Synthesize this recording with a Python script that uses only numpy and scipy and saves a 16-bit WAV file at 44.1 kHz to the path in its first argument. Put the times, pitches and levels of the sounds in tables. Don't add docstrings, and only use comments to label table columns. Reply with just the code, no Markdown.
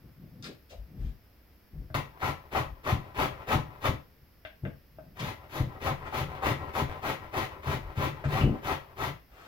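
import sys
import numpy as np
from scipy import signal
from scipy.fft import rfft, irfft
from scipy.io import wavfile

SR = 44100
rng = np.random.default_rng(int(sys.argv[2]) if len(sys.argv) > 2 else 0)


def store_pcm(level_fs):
    pcm = np.round(np.clip(level_fs, -1, 1) * 32767).astype(np.int16)
    wavfile.write(sys.argv[1], SR, np.atleast_2d(pcm).T)


N = 417627

# (middle [s], length [s], relative level [dB],
# how long before the middle the edge digs in [s], relative jolt as the hand brakes [dB])
STROKES = [(1.946, 0.136, -29, .025, -43), (2.257, 0.14, -27.5, 0.039, -36.5),
           (2.566, 0.13, -27.5, 0.018, -32), (2.891, .13, -28, 0.027, -23.5),
           (3.209, 0.15, -26, 0.022, -30.5), (3.522, 0.13, -26.5, 0.019, -21),
           (3.858, 0.12, -30, 0.017, -23), (5.246, 0.2, -35, .056, -42), (5.561, 0.17, -35.5, 0.01, -22),
           (5.866, 0.15, -28.5, .003, -29.5), (6.177, 0.15, -30, 0.052, -29),
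           (6.476, 0.14, -25.5, 0.065, -28), (6.785, 0.14, -29.5, 0.035, -28),
           (7.081, 0.15, -28.5, .05, -41), (7.393, 0.17, -29, 0.06, -44), (7.7, 0.17, -30, 0.029, -31.5),
           (8.022, 0.17, -30, 0.021, -30), (8.358, 0.19, -27.5, 0.0063, -23),
           (8.691, .16, -28.5, 0.0085, -40), (9.028, 0.16, -31.5, 0.031, -33)]
# (time [s], relative level [dB])
RETURN_WEIGHT = [(2.1, -55), (2.75, -60), (3.35, -47.5), (3.7, -52), (5.4, -52), (6.0, -46.5), (6.6, -41.5),
                 (7.25, -47), (7.9, -47.5), (8.5, -45), (8.85, -55)]
# (time [s], relative level [dB])
BUMPS = [(1.902, -41.5), (1.947, -31), (4.632, -28), (7.667, -28.5), (7.973, -23.5), (8.25, -24),
         (8.327, -31), (8.433, -16)]
# (time [s], relative level [dB], contact time [s])
TAPS = [(1.901, -47.5, 0.00055), (4.450, -40, 0.00015), (4.651, -39, 0.00032), (4.985, -37.5, 0.0008),
        (8.24, -33.5, 0.00047)]
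# (start [s], length [s], level [dB], centre [Hz], width of each filter pass [Hz])
SMALL_TOUCHES = [(.4245, 0.0019, -34, 4600, 1970), (.442, 0.0018, -34, 4500, 2600),
                 (.424, 0.062, -44, 1940, 3130), (.435, 0.11, -47, 320, 260),
                 (.69, 0.038, -51.5, 3140, 3330), (.70, 0.061, -49.5, 556, 300),
                 (.96, 0.17, -63, 2130, 3140), (4.63, 0.065, -37.5, 228, 260),
                 (5.188, 0.029, -36.5, 2700, 2270), (6.052, 0.028, -40.5, 1120, 1190),
                 (8.237, 0.031, -37.5, 1100, 1460), (8.407, 0.012, -28.5, 2680, 550),
                 (8.37, 0.21, -29, 210, 190), (9.28, 0.37, -52, 780, 1880)]
# (start [s], length [s], level [dB])
PALM_RUBS = [(0.0, 0.13, -47.5), (0.153, 0.17, -48), (.27, 0.3, -47), (.85, .33, -45.5), (1.697, 0.19, -46),
             (4.891, 0.34, -54.5), (5.187, 0.1, -34)]
# (start [s], level [dB])
ROCKS = [(0.698, -43), (.95, -30.5), (1.715, -39.5), (2.622, -39), (7.76, -41), (8.369, -39)]
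# (frequency [Hz], relative level [dB])
TABLE_MODES = [(46, -16), (79, 0.5), (136, 2), (200, -8), (237, -3.5), (288, -2), (328, -1), (392, 0),
               (531, -1), (603, -2), (650, -6), (761, -2.5), (867, -2), (965, -11), (1007, -0.5),
               (1050, -2), (1119, -7.5), (1217, -8.5), (1280, -4.5), (1353, -9.5), (1895, -5.5),
               (1968, -15), (2081, -17.5)]
# (frequency [Hz], relative level [dB], width [Hz])
TAP_MODES = [(296, -2.5, 8.5), (632, 4, 47), (650, -10, 53), (1380, -12, 140), (1590, 0, 73),
             (2000, -7, 270), (2740, -7.5, 320), (3500, -10.5, 350)]
# (frequency [Hz], relative level [dB per Hz])
GRAIN = [(40, -0.5), (80, 4), (200, -7), (450, 0), (1100, -0.5), (1550, -4), (2100, -1.5), (3400, -10),
         (5000, -18.5), (8000, -28.5), (16000, -24)]
# (frequency [Hz], relative level [dB per Hz])
EDGE = [(1500, -15), (3500, 13), (5000, 2), (6800, 3.5), (8300, -18.5), (10000, 0), (12000, 1.5),
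        (14000, 2), (16000, -8)]
# (frequency [Hz], gain [dB])
LIGHT_TOUCH = [(60, 7), (250, -3), (550, 1.5), (1100, 1), (2500, -5), (5000, -6.5), (12000, -7)]
# (frequency [Hz], relative level [dB per Hz])
JUDDER = [(30, -8.5), (80, 0.5), (100, -1), (140, 5), (200, -10), (300, -11.5), (600, -23.5), (2000, -64.5)]
# (frequency [Hz], relative level [dB per Hz])
QUIET = [(25, -7.5), (60, 6.5), (130, -7.5), (250, -10), (600, -18), (1000, -23), (2000, -22.5),
         (4000, -32.5), (5200, -26.5), (6500, -40.5), (9000, -44.5), (12500, -26), (16000, -29.5)]
# (frequency [Hz], level [dB])
ROOM = [(60, -15.5), (200, -11.5), (500, -1.5), (1200, -1), (4000, 7), (12000, 1)]
# (frequency [Hz], difference [dB])
BALANCE = [(60, 4.1), (250, 2.8), (600, 4.4), (760, 1.8), (1100, 5.8), (2200, 5.4), (3500, 5.1),
           (7000, 1.3), (14000, 0.75)]

CUT_IN_S = 1.943
USUAL_STROKE_S = 0.14
PRESSURE_RISE_DB = 2.5
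SKIM_DB = -1
EDGE_DB = -43
BRAKE_SHARE = 0.2193
REST_AFTER_S, REST_BEFORE_S, PAUSE_S = 0.02, 0.0027, 0.6
PUSH_S, JUDDER_S = 0.0042, 0.03
PALM_HZ, ROCK_HZ, ROCK_S = 139, 46.3, 0.17
ROOM_T60_S, ROOM_TREBLE_T60_S = 0.3, 0.23
PORT_LAG_S = 0.000259
QUIET_DB = -59
TOP_HZ = 15850

TIME = np.arange(N) / SR
SIZE = 2 ** 14
FREQ = np.maximum(np.arange(SIZE // 2 + 1) * SR / SIZE, 1)


def scraping(table, modes_db=-4, grain_db=-4, hiss_db=-4, slide_db=-1):
    effort, hiss = stroke_effort() * grip()
    light = return_effort()
    parts = []
    for body in (undb(modes_db) * table, undb(grain_db) * colour(GRAIN)):
        drag_force = friction(catch_rate=1500, spread_db=4.0, smooth_db=-5.0) * effort
        slide_force = friction(catch_rate=600, spread_db=4.5, smooth_db=-6.5) * light
        edge_force = friction(catch_rate=2000, spread_db=0.5, smooth_db=-7) * hiss
        drag = through(drag_force, body)
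        slide = through(slide_force, unit(body) * slope(LIGHT_TOUCH))
        edge = through(edge_force, colour(EDGE))
        parts.append(drag + undb(slide_db) * slide + undb(hiss_db) * edge)
    return parts


def stroke_effort(speed_power=1.315, hiss_power=1.84, pace_power=1.0):
    wood, hiss = np.zeros(N), np.zeros(N)
    for middle, length, db, lead_s, _ in STROKES:
        span, way, speed = swing(middle, length)
        contact = undb(SKIM_DB * (way * length < -lead_s))
        pressure = undb(db + PRESSURE_RISE_DB * way)
        pace = (USUAL_STROKE_S / length) ** pace_power
        wood[span] += contact * pressure * speed ** speed_power
        hiss[span] += contact * undb(EDGE_DB) * speed ** hiss_power * pace
    return np.array([wood, hiss])


def swing(middle, length):
    span, age = during(middle - length / 2, length)
    speed = np.abs(np.sin(np.pi * age / length)) * (TIME[span] > CUT_IN_S)
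    return span, age / length - .5, speed


def friction(catch_rate, spread_db, smooth_db):
    happens = rng.random(N) < catch_rate / SR
    direction = rng.choice([-1, 1], N)
    size = undb(spread_db * np.minimum(rng.exponential(size=N), 4))
    catches = happens * direction * size
    return unit(unit(catches) + undb(smooth_db) * noise())


def grip(patch_rate=70, uneven_db=2.0):
    patches = rng.standard_normal(N // 100)
    return unit(undb(uneven_db * np.interp(TIME * patch_rate, np.arange(len(patches)), patches)))


def biting(table, bite_db=1.5, bite_s=0.042, speed_power=0.98, pace_power=1.8, centre_hz=950, width_hz=650):
    force = np.zeros(N)
    for middle, length, db, lead_s, _ in STROKES:
        span, way, speed = swing(middle, length)
        age = way * length + lead_s
        fading = (age > 0) * np.exp(-(age / bite_s) ** 2)
        pace = (USUAL_STROKE_S / length) ** pace_power
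        force[span] += undb(db) * fading * speed ** speed_power * pace
    bodies = (unit(body * resonance(centre_hz, width_hz)) for body in (table, colour(GRAIN)))
    return undb(bite_db) * sum(through(force * noise(), body) for body in bodies) / np.sqrt(2)


def return_effort(swell_power=0.23):
    light = np.zeros(N)
    for (middle, length, *_), (next_middle, next_length, *_) in zip(STROKES, STROKES[1:]):
        start = middle + length / 2 + REST_AFTER_S
        gap = next_middle - next_length / 2 - REST_BEFORE_S - start
        if gap < PAUSE_S:
            span, age = during(start, gap)
            light[span] = np.abs(np.sin(np.pi * age / gap)) ** swell_power
    weight = undb(np.interp(TIME, *np.transpose(RETURN_WEIGHT)))
    return light * grip(patch_rate=22, uneven_db=3.0) * weight


def bumps(table, push_db=30, judder_db=-4):
    brakes = [(middle + BRAKE_SHARE * length, db) for middle, length, _, _, db in STROKES]
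    jolts = brakes + list(BUMPS)
    shake = np.zeros(N)
    for start, db in jolts:
        span, age = during(start, 8 * JUDDER_S)
        shake[span] += undb(db) * 2 * np.sqrt(age / JUDDER_S) * np.exp(-age / JUDDER_S)
    force = pushes([(start, db, PUSH_S) for start, db in jolts])
    thud = through(force, unit(table * slope(JUDDER)))
    judder = through(shake * noise(), colour(JUDDER))
    return undb(push_db) * thud + undb(judder_db) * judder


def handling(width_share=0.81):
    palm = [(start, length, db, PALM_HZ, width_share * PALM_HZ) for start, length, db in PALM_RUBS]
    rocks = [(start, ROCK_S, db, ROCK_HZ, width_share * ROCK_HZ) for start, db in ROCKS]
    return rubs(palm + rocks)


def taps(tap_db=29, crack_db=-10, crack_s=0.019):
    burst = rng.standard_normal(SIZE) * np.exp(-TIME[:SIZE] / crack_s)
    crack = unit(rfft(burst) * colour(GRAIN))
    return undb(tap_db) * through(pushes(TAPS), ringing(TAP_MODES) + undb(crack_db) * crack)


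def rubs(rows):
    out = np.zeros(N + 2 * SIZE)
    for start, length, db, hz, width in rows:
        span, age = during(start, length)
        force = np.sin(np.pi * age / length) * rng.standard_normal(SR)[:len(age)]
        band = unit(resonance(hz, width) ** 2)
        sound = signal.fftconvolve(force, irfft(band))
        out[span.start:span.start + len(sound)] += undb(db) * sound
    return out[:N]


def pushes(rows):
    force = np.zeros(N)
    for start, db, length, *_ in rows:
        span, age = during(start, max(length, 4 / SR))
        shape = np.sin(np.pi * (np.arange(len(age)) + .5) / len(age))
        force[span] += undb(db) * shape / shape.sum()
    return force


def at_phone(sound, bend_hz=400):
    lag = np.exp(-2j * np.pi * FREQ * PORT_LAG_S * FREQ / (FREQ + bend_hz))
    lean = np.sqrt(slope(BALANCE))
    norm = np.sqrt(1 + slope(ROOM) ** 2)
    left = through(sound, (lag + room()) * lean / norm)
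    right = through(sound, (1 + room()) / lean / norm)
    return np.array([left, right])


def room(split_hz=3000, first_echo_s=0.0012):
    age = TIME[:SIZE]
    echoes = rng.standard_normal(SIZE) * (age > first_echo_s)
    low = unit(rfft(echoes * undb(-60 * age / ROOM_T60_S)))
    high = unit(rfft(echoes * undb(-60 * age / ROOM_TREBLE_T60_S)))
    low_share = 1 / (1 + (FREQ / split_hz) ** 2)
    return (low_share * low + (1 - low_share) * high) * slope(ROOM)


def background(side_db=-2, alike_hz=300):
    mid = through(noise(), colour(QUIET))
    side = through(noise(), colour(QUIET) * FREQ / (FREQ + alike_hz)) * undb(side_db)
    return undb(QUIET_DB) * np.array([mid + side, mid - side])


def ringing(modes):
    return unit(sum((-1) ** k * undb(db) * resonance(hz, width) for k, (hz, db, width) in enumerate(modes)))


def resonance(hz, width):
    return 1 / (1 + 1j * (FREQ ** 2 - hz ** 2) / (FREQ * width))


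def colour(points):
    cepstrum = irfft(np.log(slope(points)), SIZE)
    return unit(np.exp(rfft(2 * cepstrum[:SIZE // 2], SIZE)))


def slope(points):
    hz, db = np.transpose(points)
    return undb(np.interp(np.log(FREQ), np.log(hz), db))


def through(x, response):
    lead = SIZE // 16
    return signal.oaconvolve(x, np.roll(irfft(response, SIZE), lead))[lead:lead + N]


def during(start, length):
    span = slice(*np.searchsorted(TIME, [start, start + length]))
    return span, TIME[span] - start


def noise():
    return rng.standard_normal(N)


def unit(x):
    return x / np.sqrt(np.mean(np.abs(x) ** 2) + 1e-30)


def undb(db):
    return 10 ** (np.asarray(db) / 20)


def scene(lowest_width_hz=18, wood_loss=0.0064):
    table = ringing([(hz, db, lowest_width_hz + wood_loss * hz) for hz, db in TABLE_MODES])
    main_modes, dense_wood = scraping(table)
    hand = bumps(table) + handling() + taps() + rubs(SMALL_TOUCHES)
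    return at_phone(main_modes) + at_phone(dense_wood) + at_phone(biting(table) + hand) + background()


def record(dry):
    return signal.sosfilt(signal.ellip(10, .2, 80, TOP_HZ, fs=SR, output="sos"), dry)


dry = scene()
out = record(dry)
store_pcm(out)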